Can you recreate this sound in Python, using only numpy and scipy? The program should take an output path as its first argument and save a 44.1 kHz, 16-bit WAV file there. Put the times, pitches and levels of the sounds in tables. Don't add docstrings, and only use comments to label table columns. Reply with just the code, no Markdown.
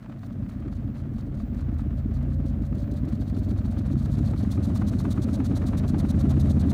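import sys
import numpy as np
from scipy import signal
from scipy.fft import rfft, irfft, next_fast_len
from scipy.io import wavfile
from scipy.ndimage import uniform_filter1d, map_coordinates

SR = 44100
rng = np.random.default_rng(int(sys.argv[2]) if len(sys.argv) > 2 else 0)


def attenuation_scalar(level_db):
    decades = np.asarray(level_db, float) / 20
    return 10 ** decades


def unload_wav(signal):
    wavfile.write(
        sys.argv[1],
        SR,
        np.round(np.clip(np.atleast_2d(signal).T, -1, 1) * 32767).astype(np.int16),
    )


N = 296966
CAM_TURNS = 0.285

# (time [s], drive frequency [Hz])
DRIVE_RAMP = [(0, 43.1), (6.74, 121.96)]
# (time [s], level [dB])
SHAKING = [
    (0, -34),
    (.2, -37.5),
    (.35, -29),
    (1.4, -24.5),
    (2.1, -20),
    (2.7, -24),
    (3.7, -21.5),
    (4.2, -20),
    (5.5, -22.5),
    (6.74, -19.5),
]
# (frequency [Hz], width [Hz], level [dB])
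COVER_MODES = [(553, 116, 2.5), (702, 233, -2.5), (1140, 446, -10), (1870, 3340, -19.5)]
# (frequency [Hz], width [Hz], level [dB])
LINKAGE_MODES = [(710, 215, -3.5), (1290, 370, -4.5), (2300, 1400, -15)]
# (frequency [Hz], level [dB per Hz])
SEAL_COLOUR = [(1800, -16), (3000, -7.5), (3800, 6), (4570, 1), (5000, -3), (6150, 0.5), (7670, -3.5),
               (9120, -2.5), (10300, -8.5), (11100, -6), (15860, -15)]


def motor():
    # (time [s], speed [turns per second])
    shaft = [(0, 5.368), (3.37, 10.496), (6.74, 15.695)]
    # (time [s], lag [turns])
    seat_lag = [(0, 0.41), (2.2, 0.51), (3.7, 0.53), (4.7, 0.62), (5.6, .59), (6.74, 0.51)]
    speed = curves(shaft)[0]
    turns = np.cumsum(speed) / SR
    strong = blows(turns - CAM_TURNS, scatter_db=2, jitter_s=0.0004)
    weak = blows(turns - CAM_TURNS - 0.5, scatter_db=2.5, jitter_s=0.0006)
    seat = plate_turns(seat_lag)
    strokes = blows(seat + 0.1003, scatter_db=1.52, jitter_s=0.0016)
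    strokes = strokes - 0.95 * blows(seat - 0.14, scatter_db=2.4, jitter_s=0.0015)
    settle = np.clip(speed / 9, 0.6, 1) ** 2

    body = frame_boom(strokes) / settle
    body = body + deck_thump(strong + 0.58 * weak, strokes, speed, settle)
    body = body + cover_rattle(strong + weak, speed)
    return body + gear_tone(turns, speed) + hum(turns, speed)


def frame_boom(strokes):
    # (frequency [Hz], width [Hz], level [dB])
    frame_modes = [(55, 7, -5.5), (83.1, 11, -1.5), (101, 15.7, 0.5), (132.9, 17.3, 0.5)]
    bearing = attenuation_scalar(wobble(37)) * rng.standard_normal(N)
    boom = 0.14 * ringing_layer(strokes, frame_modes, 220) + 0.25 * ringing_layer(bearing, frame_modes, 200)
    return attenuation_scalar(curves(SHAKING)[0]) * boom


def deck_thump(pushes, strokes, speed, settle):
    # (frequency [Hz], width [Hz], level [dB])
    deck_modes = [(200.7, 38.1, 3), (257.1, 46, 3), (292.3, 42.5, -3.5)]
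    # (frequency [Hz], width [Hz], level [dB])
    plate_modes = [(288, 52, -0.5), (337, 62, -3.5), (380.7, 36.6, -6)]
    push = filtered(pushes, lambda f: np.abs(resonance(deck_modes, f)) / (1 + (f / 330) ** 4))
    thump = settle * (steady(push, 0.38) + 0.4 * ringing_layer(strokes, deck_modes, 263))
    bearing = attenuation_scalar(1.3 * wobble(25)) * rng.standard_normal(N)
    thump = thump + 0.87 * ringing_layer(bearing, deck_modes, 340)

    shudder_s, shudder_rest = 0.008, 0.75
    shudder = filtered(np.abs(strokes), lambda f: np.exp(-0.5 * (2 * np.pi * f * shudder_s) ** 2))
    shudder = (shudder_rest + steady(shudder, 0.88)) * rng.standard_normal(N) + 40 * strokes
    slap = attenuation_scalar(-13 + 0.4561 * speed) * ringing_layer(shudder, plate_modes, 470)

    settled_db = -31
    thump_db = -42 + 1.0 * speed + np.minimum(curves(SHAKING)[0] - settled_db, 0)
    return attenuation_scalar(thump_db) * (steady(thump, 0.73) + slap)


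def cover_rattle(pushes, speed):
    bearing = attenuation_scalar(2.4 * np.clip(wobble(40), -2, 1.3)) * rng.standard_normal(N)
    rattle = 0.2 * ringing_layer(pushes, COVER_MODES, 4400) + ringing_layer(bearing, COVER_MODES, 2750)
    return attenuation_scalar(-63.5 + 1.2184 * speed) * steady(rattle, 1.0)


def gear_tone(turns, speed):
    teeth = 59.4
    level_db = peaks_at(teeth * speed, idle_db=-78, gain_db=26.5, at=575, width=68)
    level_db = level_db + 3 * wobble(12) + 3 * np.cos(2 * np.pi * turns)
    return attenuation_scalar(level_db) * np.sin(2 * np.pi * teeth * turns + 0.9 * wobble(30))


def hum(turns, speed):
    swells = {3: [(15.1, 0.91, -36)], 4: [(10.7, .9, -46), (12.2, .8, -40), (14.4, 1, -30)],
              5: [(10.5, 0.78, -31.5), (11.7, 0.52, -37), (12.8, 0.58, -32.5), (15.4, 0.78, -25)],
              6: [(8.6, 1, -28), (10.4, 0.5, -39.5), (12.2, 1, -32.5), (13.9, 0.31, -30.5),
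              (15.1, 0.63, -26.5)], 7: [(8.0, 0.9, -38), (10.4, 0.74, -33.5), (12.5, 1.24, -29),
              (14.4, 0.36, -39)], 8: [(7.0, 0.94, -34), (8.6, 0.3, -46), (12.0, 0.95, -38),
              (13.2, 0.47, -34.5), (13.9, 0.48, -33)], 9: [(8.9, 0.77, -28), (10.6, 0.22, -34),
              (11.9, 0.73, -30.5), (13.7, 0.35, -36.5), (15.3, 0.43, -25.5)], 10: [(7.9, 0.37, -30.5),
              (10.7, 0.47, -37), (13.4, 0.72, -33.5), (14.8, .4, -35.5)], 11: [(10.0, 0.74, -36),
              (11.5, 0.49, -42)], 12: [(6.9, 0.62, -37.5), (9.5, 0.74, -39.5), (11.65, 0.28, -30),
              (15.2, 0.84, -41.5)], 14: [(10.0, 0.59, -36), (12.6, 0.69, -39), (14.5, 0.28, -38.5),
              (15.3, 0.16, -36.5)], 15.65: [(8.82, 0.38, -29)], 16: [(12.57, .4, -38)],
              18: [(13.1, 0.28, -42)], 20: [(6.9, 0.26, -39.5), (11.4, 0.33, -39)]}
    grid = np.linspace(speed.min(), speed.max(), num=400)
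    total = np.zeros(N)
    for order, rows in swells.items():
        swell = sum(attenuation_scalar(db) * np.exp(-0.5 * ((grid - at) / width) ** 2) for at, width, db in rows)
        level = np.interp(speed, grid, swell) * attenuation_scalar(3 + 1.57 * wobble(2.888))
        lean = -2 * np.pi * CAM_TURNS * order if order > 11 else -np.pi * order * order / 5
        path = lean + 0.5 * wobble(0.8)
        total += level * np.cos(2 * np.pi * order * turns + path)
    return total


def near_plate():
    # (time [s], lag [turns])
    near_lag = [(0, 0.91), (2, 1.05), (3.2, 1.083), (4.5, 1.208), (6.74, 1.01)]
    brush_db = sets_in(stroke_rate(), idle_db=-60.5, gain_db=19, at=7, width=0.36)
    return plate(near_lag, brush_db, length=0.36)


def far_plate():
    # (time [s], lag [turns])
    far_lag = [(0, 0.74), (2.6, 0.82), (4.4, 0.46), (5.4, 0.62), (6.74, 0.75)]
    brush_db = peaks_at(stroke_rate(), idle_db=-70.5, gain_db=19, at=7.5, width=1.5)
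    return plate(far_lag, brush_db, length=0.4)


def plate(lag, brush_db, length):
    sweep_rate = 7.97
    rate = stroke_rate()
    turns = plate_turns(lag)
    off = (turns + 0.5) % 1 - 0.5
    size, tone = rng.standard_normal((128, 2))[np.floor(turns + 2.5).astype(int)].T
    window = np.exp(-np.abs(off / (0.39 * length)) ** 4.2) * (rate > sweep_rate)
    coarse = np.clip(3.6 - 0.29 * rate, 0.6, 3)
    grit = attenuation_scalar(coarse * (0.45 * wobble(55) + 1.4 * wobble(100) + 0.7 * wobble(900)))
    lip_db = peaks_at(rate, idle_db=0.5, gain_db=7.5, at=5.2, width=0.6)
    lip = attenuation_scalar(-19 + 4.8 * coarse + 2.1 * tone + lip_db) * lip_hiss()
    sweep = window * grit * (hiss(SEAL_COLOUR) + lip)
    rub = 0.14 * attenuation_scalar(2.7 * wobble(30)) * hiss(SEAL_COLOUR)
    return attenuation_scalar(brush_db - 8.0 + 0.1 * size) * (sweep + rub)


def swishes():
    # (time [s], peak level [dB], length [ms])
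    catches = [(0.033, -68, 29), (0.099, -65, 16), (0.125, -70, 16), (0.191, -68, 14), (0.24, -61, 42),
               (0.265, -58.5, 13), (0.329, -64, 17), (0.385, -74, 31), (0.447, -70, 11), (0.497, -58.5, 20),
               (0.605, -65, 15), (0.681, -69, 12), (0.73, -61, 28), (0.88, -70, 14), (0.958, -61, 14),
               (0.983, -63.5, 73), (1.142, -62.5, 11), (1.191, -61.5, 25), (1.21, -58, 11),
               (1.271, -68, 22), (1.35, -67, 17), (1.375, -61, 8.5), (1.403, -61.5, 55), (1.548, -65, 12),
               (1.595, -62.5, 61), (1.743, -63.5, 13), (1.8, -60.5, 40), (1.989, -60.5, 36),
               (2.156, -59, 43), (2.228, -66, 12), (2.338, -58, 27), (2.465, -55.5, 12), (2.489, -59.5, 54),
               (2.629, -60, 20), (2.662, -58.5, 31), (2.754, -59.5, 13), (2.785, -58, 13),
               (2.809, -58.5, 73), (2.918, -56, 15), (2.941, -58, 16), (2.976, -59, 43), (3.092, -56, 26),
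               (3.218, -57.5, 39), (3.287, -59, 53), (3.381, -57, 49), (3.444, -57.5, 37), (3.504, -55, 38),
               (3.586, -56, 31), (3.657, -54, 25), (3.723, -56.5, 31), (3.787, -53, 27), (3.864, -54.5, 26),
               (3.925, -54, 30), (4.053, -53.5, 19), (4.134, -55, 58), (4.185, -53, 23), (4.268, -52, 47),
               (4.308, -53.5, 19), (4.389, -52.5, 54), (4.436, -51.5, 20)]
    # (time [s], peak level [dB], length [ms])
    more_catches = [(0.535, -67, 38), (0.76, -64, 40), (1.16, -64.5, 40), (2.31, -64, 20), (3.056, -61, 14),
                    (3.139, -59, 48), (3.35, -59, 22), (3.685, -60, 14.3), (3.82, -61, 14), (3.991, -56.5, 40),
                    (4.025, -55, 22)]
    events = catches + more_catches
    broad, sung = np.zeros(N), np.zeros(N)
    t = np.arange(-SR // 20, SR // 20) / SR
    for (s, db, ms), tone in zip(events, rng.standard_normal(len(events))):
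        at = np.clip(round(s * SR) + np.arange(len(t)) - SR // 20, 0, N - 1)
        swell = attenuation_scalar(db) * np.exp(-np.abs(t / (0.0005 * ms)) ** 3.0)
        broad[at] = np.maximum(broad[at], swell)
        sung[at] = np.maximum(sung[at], attenuation_scalar(1.4 * tone) * swell)

    def grit():
        return attenuation_scalar(1.8 * wobble(60) + 2.3 * wobble(150) + 2.3 * wobble(900))

    brushed = attenuation_scalar(-6.0) * grit() * broad * hiss(SEAL_COLOUR)
    return brushed + attenuation_scalar(-9.5) * grit() * sung * lip_hiss()


def lip_hiss():
    return hiss([(2400, -41), (3200, -2.5), (3800, -3.5), (4400, 3.0), (5200, -10), (7500, -18.5), (11000, -39)])


def linkage():
    # (time [s], peak level [dB])
    clacks = [(3.727, -61), (3.772, -47), (3.811, -51), (3.861, -49), (3.906, -50), (3.955, -53),
              (4.019, -51), (4.06, -45.5), (4.101, -52), (4.142, -50), (4.191, -46), (4.283, -47),
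              (4.336, -41.5), (4.41, -52), (4.45, -44.5), (4.532, -46), (4.578, -42), (4.616, -54),
              (4.655, -49), (4.701, -42.5), (4.761, -44.5), (4.82, -36.5), (4.883, -48), (4.936, -40.5),
              (5.003, -42), (5.053, -37), (5.118, -45.5), (5.177, -38.5), (5.246, -45.5), (5.288, -39.5),
              (5.349, -46), (5.403, -39), (5.457, -45), (5.514, -41), (5.568, -43), (5.621, -39),
              (5.654, -50), (5.688, -49), (5.734, -38), (5.8, -45), (5.84, -39), (5.895, -45.5),
              (5.945, -38.5), (6.002, -43), (6.05, -39), (6.106, -47), (6.146, -44), (6.209, -44),
              (6.257, -42), (6.312, -43), (6.369, -44), (6.429, -46), (6.46, -47), (6.53, -54),
              (6.568, -48), (6.64, -48), (6.685, -52), (6.718, -46)]
    rise_s, fall_s = 0.0046, 0.0067
    contact = np.bincount([round(s * SR) for s, db in clacks], [attenuation_scalar(db) for s, db in clacks], N)

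    def swell(f):
        before = 1 - 2j * np.pi * f * rise_s
        after = 1 + 2j * np.pi * f * fall_s
        return SR * (rise_s + fall_s) / (before * after)

    chatter = filtered(contact, swell) * rng.standard_normal(N)
    return attenuation_scalar(20.5) * ringing(chatter + 2.9 * contact, LINKAGE_MODES, 2800)


def creaks():
    # (time [s], peak level [dB])
    ticks = [(0.121, -54), (0.603, -46.5), (1.3733, -51), (1.7848, -59), (1.9694, -57), (1.9874, -54),
             (2.1525, -58), (2.2286, -46.5), (2.46, -43.5), (2.7487, -42), (2.8035, -46), (2.9153, -40.5),
             (2.9395, -56), (3.0533, -39.5), (3.0916, -56), (3.2106, -39.5)]
    # (time [s], peak level [dB])
    knocks = [(0.059, -39.5), (0.096, -42), (0.123, -36.5), (0.231, -37), (0.353, -49), (0.462, -43),
              (0.492, -41), (0.622, -41), (0.724, -38.5), (0.964, -39), (1.051, -44), (1.181, -42),
              (1.372, -58), (1.399, -39), (1.594, -41), (1.793, -39), (2.161, -40.5), (2.21, -41),
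              (2.586, -47), (2.725, -39), (2.879, -48), (3.218, -38.5), (3.299, -39), (3.365, -40),
              (3.511, -41), (3.585, -41), (3.653, -40)]
    sharp, dull = np.zeros(N + SR), np.zeros(N + SR)
    t = np.arange(SR // 25) / SR
    for s, db in ticks:
        burst = attenuation_scalar(-60 * t / 0.0096) * rng.standard_normal(len(t))
        sharp[round(s * SR):][:len(t)] += attenuation_scalar(db - 8.5) * burst
        dull[round(s * SR):][:len(t)] += attenuation_scalar(db - 13) * burst
    for s, db in knocks:
        swell = attenuation_scalar(db + 17 - 60 * t / 0.028) * (1 - np.exp(-t / 0.0012))
        dull[round(s * SR):][:len(t)] += swell * rng.standard_normal(len(t))

    def edge(f):
        return (1j * f / 3000) / (1 + 1j * f / 3000) / (1 + 1j * f / 9000)

    return filtered(sharp[:N], edge) + ringing(dull[:N], LINKAGE_MODES, 4300)


def crackle():
    struck = rng.random(N) < 1500 / SR
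    grains = struck * rng.standard_normal(N) * attenuation_scalar(4 * rng.exponential(size=N))
    level_db = sets_in(stroke_rate(), idle_db=-63, gain_db=4.5, at=8, width=0.5)
    level_db = level_db + np.clip(2.3 * wobble(25) + 2.4 * wobble(90), -6, 4)
    return attenuation_scalar(level_db) * unit(ringing(np.clip(grains, -8, 8), COVER_MODES[2:], 2800))


def drive():
    drive_hz = curves(DRIVE_RAMP)[0]
    carrier = 2 * np.pi * 14995.5 * np.arange(N) / SR
    field = 2 * np.pi * np.cumsum(drive_hz) / SR

    def line(phase):
        return attenuation_scalar(2.5 * wobble(12)) * np.sin(phase + 0.6 * wobble(25))

    haze = 0.55 * hiss([(14820, -20), (14900, 0), (15100, 0), (15180, -20)])
    level_db = peaks_at(drive_hz, idle_db=-83.5, gain_db=7.5, at=79, width=19)
    return attenuation_scalar(level_db) * (line(carrier + field) + line(carrier - field) + haze)


def floor_sway():
    return attenuation_scalar(curves(SHAKING)[0] - 27) * hiss([(18, -6), (28, 0.5), (38, -3), (46, -20)])


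def room():
    # (frequency [Hz], level [dB per Hz])
    room_colour = [(410, -34), (700, -0.5), (1050, -10), (1650, -2), (2700, -16.5), (4910, -20),
                   (9170, -22.5), (13000, -28.5), (14300, -50), (15860, -51)]
    return attenuation_scalar(-68.0 + 0.68 * wobble(46)) * hiss(room_colour)


def stroke_rate():
    return curves(DRIVE_RAMP)[0] / 12


def plate_turns(lag):
    return np.cumsum(stroke_rate()) / SR - curves(lag)[0]


def blows(turns, scatter_db, jitter_s):
    at = np.flatnonzero(np.diff(np.floor(turns)) > 0)
    chance = rng.standard_normal((len(at), 2))
    at = np.clip(at + np.round(chance[:, 0] * jitter_s * SR).astype(int), 0, N - 1)
    return np.bincount(at, attenuation_scalar(scatter_db * chance[:, 1]), N)


def resonance(modes, f):
    total = 0
    for k, (centre, width, db) in enumerate(modes):
        damping = 1j * f * width
        total = total + (-1) ** k * attenuation_scalar(db) * damping / (centre * centre - f * f + damping)
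    return total


def ringing(x, modes, top_hz):
    return filtered(x, lambda f: resonance(modes, f) / (1 + 1j * f / top_hz) ** 2)


def ringing_layer(x, modes, top_hz):
    return steady(ringing(x, modes, top_hz), 0.67)


def sets_in(x, idle_db, gain_db, at, width):
    return idle_db + gain_db / (1 + np.exp((at - x) / width))


def peaks_at(x, idle_db, gain_db, at, width):
    return idle_db + gain_db * np.exp(-0.5 * ((x - at) / width) ** 2)


def hiss(spectrum):
    f, db = np.transpose(spectrum)

    def colour(hz):
        return attenuation_scalar(np.interp(np.log(hz + 1), np.log(f), db, -120, -120))

    return unit(filtered(rng.standard_normal(N), colour))


def filtered(x, response):
    m = next_fast_len(N + SR // 2)
    return irfft(rfft(x, m) * response(np.fft.rfftfreq(m, 1 / SR)), m)[:N]


def wobble(rate):
    knots = rng.standard_normal(int(N * rate / SR) + 4)
    return map_coordinates(knots, [np.arange(N) * rate / SR])


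def steady(x, seconds):
    return x / np.sqrt(np.abs(uniform_filter1d(x ** 2, int(seconds * SR))) + 1e-20)


def unit(x):
    return x / np.sqrt(np.mean(x ** 2) + 1e-20)


def curves(rows):
    s, *cols = np.transpose(rows)
    return [np.interp(np.arange(N) / SR, s, c) for c in cols]


def scene():
    platform = motor() + near_plate() + far_plate() + swishes() + linkage()
    platform = platform + creaks() + crackle() + drive()
    return (platform + floor_sway() + room())[None]


def band_limit(x):
    return signal.sosfilt(signal.butter(12, 15770, fs=SR, output="sos"), x)


def record(dry):
    def microphone(f):
        return ((1j * f / 45) / (1 + 1j * f / 45)) ** 2 * (f < 15850)

    miked = filtered(dry[0], microphone)
    return band_limit(miked[None])


dry = scene()
out = record(dry)
unload_wav(out)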